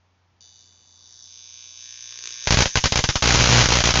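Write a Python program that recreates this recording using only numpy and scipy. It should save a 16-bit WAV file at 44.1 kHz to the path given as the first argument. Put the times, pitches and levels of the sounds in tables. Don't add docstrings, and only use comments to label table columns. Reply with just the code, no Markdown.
import sys
import numpy as np
from scipy import signal
from scipy.fft import rfft, irfft
from scipy.io import wavfile
from scipy.ndimage import uniform_filter1d

SR = 44100
rng = np.random.default_rng(int(sys.argv[2]) if len(sys.argv) > 2 else 0)


def int16_out(signal):
    q = np.round(np.clip(np.atleast_2d(signal).T, -1, 1) * 32767)
    wavfile.write(sys.argv[1], SR, q.astype(np.int16))


N = 176400
MAINS_HZ, BURST_S = 60, .0024


def amp(db):
    return 10 ** (np.asarray(db) / 20)


def unit_rms(x):
    return x / np.sqrt(np.mean(x ** 2) + 1e-20)


def unit_energy(x):
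    return x / (np.linalg.norm(x) + 1e-12)


def spectrum_at(points, hz):
    f, value = np.transpose(points)
    return np.interp(np.log(hz + 1), np.log(f), value)


def add(mix, start_s, sound):
    part = mix[max(0, round(start_s * SR)):][:len(sound)]
    part += sound[:len(part)]


def through(x, response):
    return signal.fftconvolve(x, response)[:len(x)]


def colour(x, points, size=8192):
    log_gain = np.log(amp(spectrum_at(points, abs(np.fft.fftfreq(size, 1 / SR)))))
    response = np.fft.ifft(np.exp(np.conj(signal.hilbert(log_gain)))).real
    return through(x, response[:size // 2])


def band(x, lo, hi):
    return unit_rms(signal.sosfilt(signal.butter(4, (lo, hi), 'band', fs=SR, output='sos'), x))


def flatten(x, size=8192):
    spectrum = rfft(x, size)
    power = abs(uniform_filter1d(abs(spectrum) ** 2, 45))
    return unit_energy(irfft(spectrum / np.sqrt(power + 1e-12))[:len(x)])


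def scatter(span_s, count):
    taps = np.zeros(SR // 2)
    position = (np.arange(count) + 1 + rng.random(count)) / (count + 1)
    np.add.at(taps, (position * span_s * SR).astype(int), rng.choice([-1, 1], count) * (1 - position / 2))
    return unit_energy(taps)


def room_tail():
    # frequency in Hz, time to decay by 60 dB in seconds.
    decay_times = [(100,0.18),(500,0.11),(2000,0.15),(4000,0.22),(8000,0.36)]
    sparse = rng.standard_normal(SR // 2) * (rng.random(SR // 2) < .1)
    hz, t, spectra = signal.stft(sparse, SR, nperseg=256)
    decay = amp(-60 * t / spectrum_at(decay_times, hz)[:, None])
    tail = signal.istft(spectra * decay, SR, nperseg=256)[1][:SR // 2]
    build_up = np.minimum(np.arange(len(tail)) / SR / .0087, 1)
    return unit_energy(tail * build_up)


def background():
    # frequency in Hz, relative noise level in dB.
    noise_spectrum = [(20,-36),(35,-26.5),(60,-22.5),(120,-18.5),(250,-19.5),(500,-24),(900,-23),(1200,-28),(2500,-31),(6500,-36.5),(8000,-54.5)]
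    # frequency in Hz, level in dB.
    hum_partials = [(90, -68.5), (180, -82.5), (270, -88.5)]
    t = np.arange(N) / SR
    noise = colour(rng.standard_normal(N), noise_spectrum)
    hum = sum(amp(db) * np.sqrt(2) * np.sin(2 * np.pi * (hz * t + rng.random())) for hz, db in hum_partials)
    return amp(-68) * unit_rms(noise) + hum


def corona_pulses():
    # time in seconds, its relative level in dB.
    imbalance = [(.4, -3.5), (1.3, -4.5), (1.8, -4.8), (1.95, -7.5), (2.2, -6.5), (2.4, -3), (4, -12.5)]
    # time in seconds, lead in seconds.
    lead = [(.4,0),(.56,.00005),(.66,-.0001),(.95,-.0001),(1.25,.0002),(2.4,.0003)]
    times = np.arange(.4066, N / SR, 1 / (2 * MAINS_HZ))
    reverse_db = np.arange(len(times)) % 2 * np.interp(times, *np.transpose(imbalance))
    sizes = amp(reverse_db + .35 * rng.standard_normal(len(times)))
    times = times - np.interp(times, *np.transpose(lead)) + 6e-6 * rng.standard_normal(len(times))
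    pulses, taps = np.zeros(N), np.arange(-8, 9)
    for s, size in zip(times, sizes):
        add(pulses, s, size * np.sinc(taps - s * SR + round(s * SR)) * np.hanning(len(taps)))
    return pulses


def corona():
    # time in seconds, fizz relative to the buzz in dB.
    fizz_levels = [(.4,-13),(.54,-13),(.59,-4),(.72,-12),(.93,-12),(1.05,-6),(1.22,-7),(1.35,-12),(1.8,-12),(2.3,-7),(4,-7)]
    # frequency in Hz, gain in dB.
    faint_spectrum = [(300,-7),(2600,-21),(3000,-9.5),(3250,-28),(3550,-1),(4100,-13),(4650,0),(5050,-13),(5450,-10.5),(6000,-1),(6400,-8),(6750,-4),(7600,-20)]
    strong_spectrum = [(300,-27),(500,-22),(750,-27),(1080,-20),(1300,-24),(1700,-19),(2000,-18),(2500,-11),(3000,-11),(3220,-14),(3550,-3.5),(3900,-5),(4150,-13),(4600,-5),(5050,-7),(5350,-2),(5850,0),(6350,0),(6650,-9),(7000,-13),(7700,-20)]
    # lower edge in Hz, upper edge in Hz.
    bands = [(5200, 9000), (3200, 5200), (2050, 3200), (1550, 2050), (250, 1550)]
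    # time in seconds, each band's level in dB.
    growing = [(0.42, -54, -56, -72.5, -79, -87), (0.792, -61.5, -64, -76, -90, -74.5),
               (0.84, -61.5, -63, -73, -95, -84), (0.88, -58.5, -62, -81, -84, -84),
               (1.024, -56.5, -57.5, -79, -92, -71), (1.108, -53, -56, -73, -73, -75),
               (1.19, -50.5, -53.5, -87, -74, -73), (1.302, -48.5, -52.5, -66, -80, -76),
               (1.63, -46.5, -50.5, -57.5, -73, -69), (1.738, -46.5, -50.5, -60, -79, -68),
               (1.868, -43, -48.5, -55, -62, -69.5), (2.16, -43, -47, -54, -60, -62)]
    held = [(2.45,-38.5,-44,-50.5,-55,-62)]
    t = np.arange(N) / SR
    pulses = corona_pulses()
    progress = np.arange(1024) / SR / BURST_S
    envelope = unit_energy(np.sin(np.pi * np.minimum(progress, 1)))
    buzz = through(pulses, flatten(envelope * rng.standard_normal(len(envelope))))
    fizz_gain = amp(np.interp(t, *np.transpose(fizz_levels)))
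    buzz += fizz_gain * through(pulses, envelope) * rng.standard_normal(N)
    bench = amp(-9) * scatter(span_s=.009, count=30)[:SR // 20]
    bench[0] += 1
    buzz = through(buzz, flatten(bench))
    buzz += amp(-6.5) * through(buzz, room_tail())
    faint, strong = colour(buzz, faint_spectrum), colour(buzz, strong_spectrum)
    grown = np.interp(t, (.83, 1.39), (0, 1))
    times, *band_levels = np.transpose([*growing, *held])
    out = np.zeros(N)
    for db, edges in zip(band_levels, bands):
        blend = (1 - grown) * band(faint, *edges) + grown * band(strong, *edges)
        out += amp(np.interp(t, times, db)) * blend
    return out


def spits():
    # start in seconds, relative level in dB.
    streamers = [(2.1230,-10.5),(2.173,-17),(2.189,-3.5),(2.2236,-16.5),(2.239,-2.5),(2.256,1),(2.2732,2.5),(2.2883,-12),(2.306,-5),(2.3230,-10.5),(2.439,-9),(2.4557,-2)]
    # frequency in Hz, gain in dB.
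    spit_spectrum = [(100,-35),(400,-1),(800,-19),(1400,-5.5),(2000,-2),(4000,1.5),(6000,4.5),(8000,1.5)]
    clicks = np.zeros(N)
    for start, db in streamers:
        add(clicks, start, amp(db - 5) * flatten(scatter(BURST_S, count=14)[:SR // 50]))
    return colour(clicks + amp(-12) * through(clicks, room_tail()), spit_spectrum)


def snap(crackles_per_s=4000, decay_s=.0024):
    t = np.arange(SR // 50) / SR
    crackle = rng.standard_normal(len(t)) * (rng.random(len(t)) < crackles_per_s / SR)
    pressure = amp(-1.5) * unit_energy(crackle * np.exp(-t / decay_s))
    pressure[0] += 1
    return flatten(pressure)


def spark_echoes():
    bench = amp(-7) * scatter(span_s=.0035, count=14)
    walls = amp(-6) * scatter(span_s=.022, count=24)
    early = bench + walls
    early[0] += 1
    response = amp(-8.5) * room_tail()
    add(response, 0, flatten(early[:SR // 10]))
    return response


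def sparks(thump_hz=71, thump_decay_s=.0034, shared_part=.35):
    # start in seconds, length in seconds, relative level in dB, depth of the pressure trough.
    runs = [(2.4726,.008,0,0),(2.5069,.025,0,0.21),(2.5425,.008,-0.5,0.32),(2.572,.058,1,0.13),(2.657,.008,-3,0.033),(2.756,.025,0,0.0041),(2.8396,.025,1.5,0.0032),(2.9223,.008,-2,0.08),(2.957,.042,-1.5,0.0033),(3.0396,.008,-2.5,0),(3.0892,.008,1,0),(3.1560,.008,-1,0),(3.2235,.441,0.5,0.0013),(3.348,.008,-1.5,0.39),(3.3991,.025,-6,0.4),(3.4983,.125,-3.5,0.37),(3.6876,.125,0,0),(3.724,.008,-1,0.24),(3.8394,.075,-0.5,0.0045),(3.94,.058,-0.5,0)]
    # frequency in Hz, gain in dB.
    crack_spectrum = [(40,-26),(120,4),(250,4),(500,5),(1000,2),(2000,1.5),(3000,2),(4500,1),(6300,1),(8000,-6)]
    cracks, thumps = np.zeros((2, N))
    t = np.arange(SR // 20) / SR
    age = np.maximum(t - .0021, 0)
    swell = amp(-9.5) * np.sin(2 * np.pi * thump_hz * age) * np.exp(-age / thump_decay_s)
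    trough = np.exp(-((t - .00088) / .0019) ** 2)
    shared_echoes = spark_echoes()
    for start, length, db, depth in runs:
        for s in start + np.arange(0, length, 1 / MAINS_HZ):
            jitter_s, crack_db, thump_db = rng.standard_normal(3) * (.0002, 1.2, 1)
            shock = snap()
            echoes = np.sqrt(shared_part) * shared_echoes + np.sqrt(1 - shared_part) * spark_echoes()
            add(cracks, s + jitter_s, amp(17 + db + crack_db) * signal.fftconvolve(shock, echoes))
            add(thumps, s + jitter_s, amp(db + thump_db) * (swell - depth * trough))
    return colour(cracks, crack_spectrum) + thumps


def scene():
    return (corona() + spits() + sparks() + background())[None]


def record(dry, low_cut_hz=34.5, high_cut_hz=8123):
    # frequency in Hz, gain in dB.
    microphone_response = [(20,13),(50,5),(120,1),(250,-3),(500,-2.5),(1000,1.5),(2000,1),(4000,0),(6300,0.5),(7000,-2),(7500,-18.5),(8000,-27.5)]
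    pressure = dry[0]
    ceiling = np.where(pressure > 0, .35, .87)
    heard = colour(ceiling * np.tanh(pressure / ceiling), microphone_response)
    heard = signal.lfilter(*signal.butter(1, low_cut_hz, 'high', fs=SR), heard)
    clipped = np.clip(heard, -.9, .9)
    low_pass = signal.firwin(511, high_cut_hz, window=("kaiser", 9), fs=SR)
    return signal.fftconvolve(clipped, low_pass, "same")[None]


dry = scene()
out = record(dry)
int16_out(out)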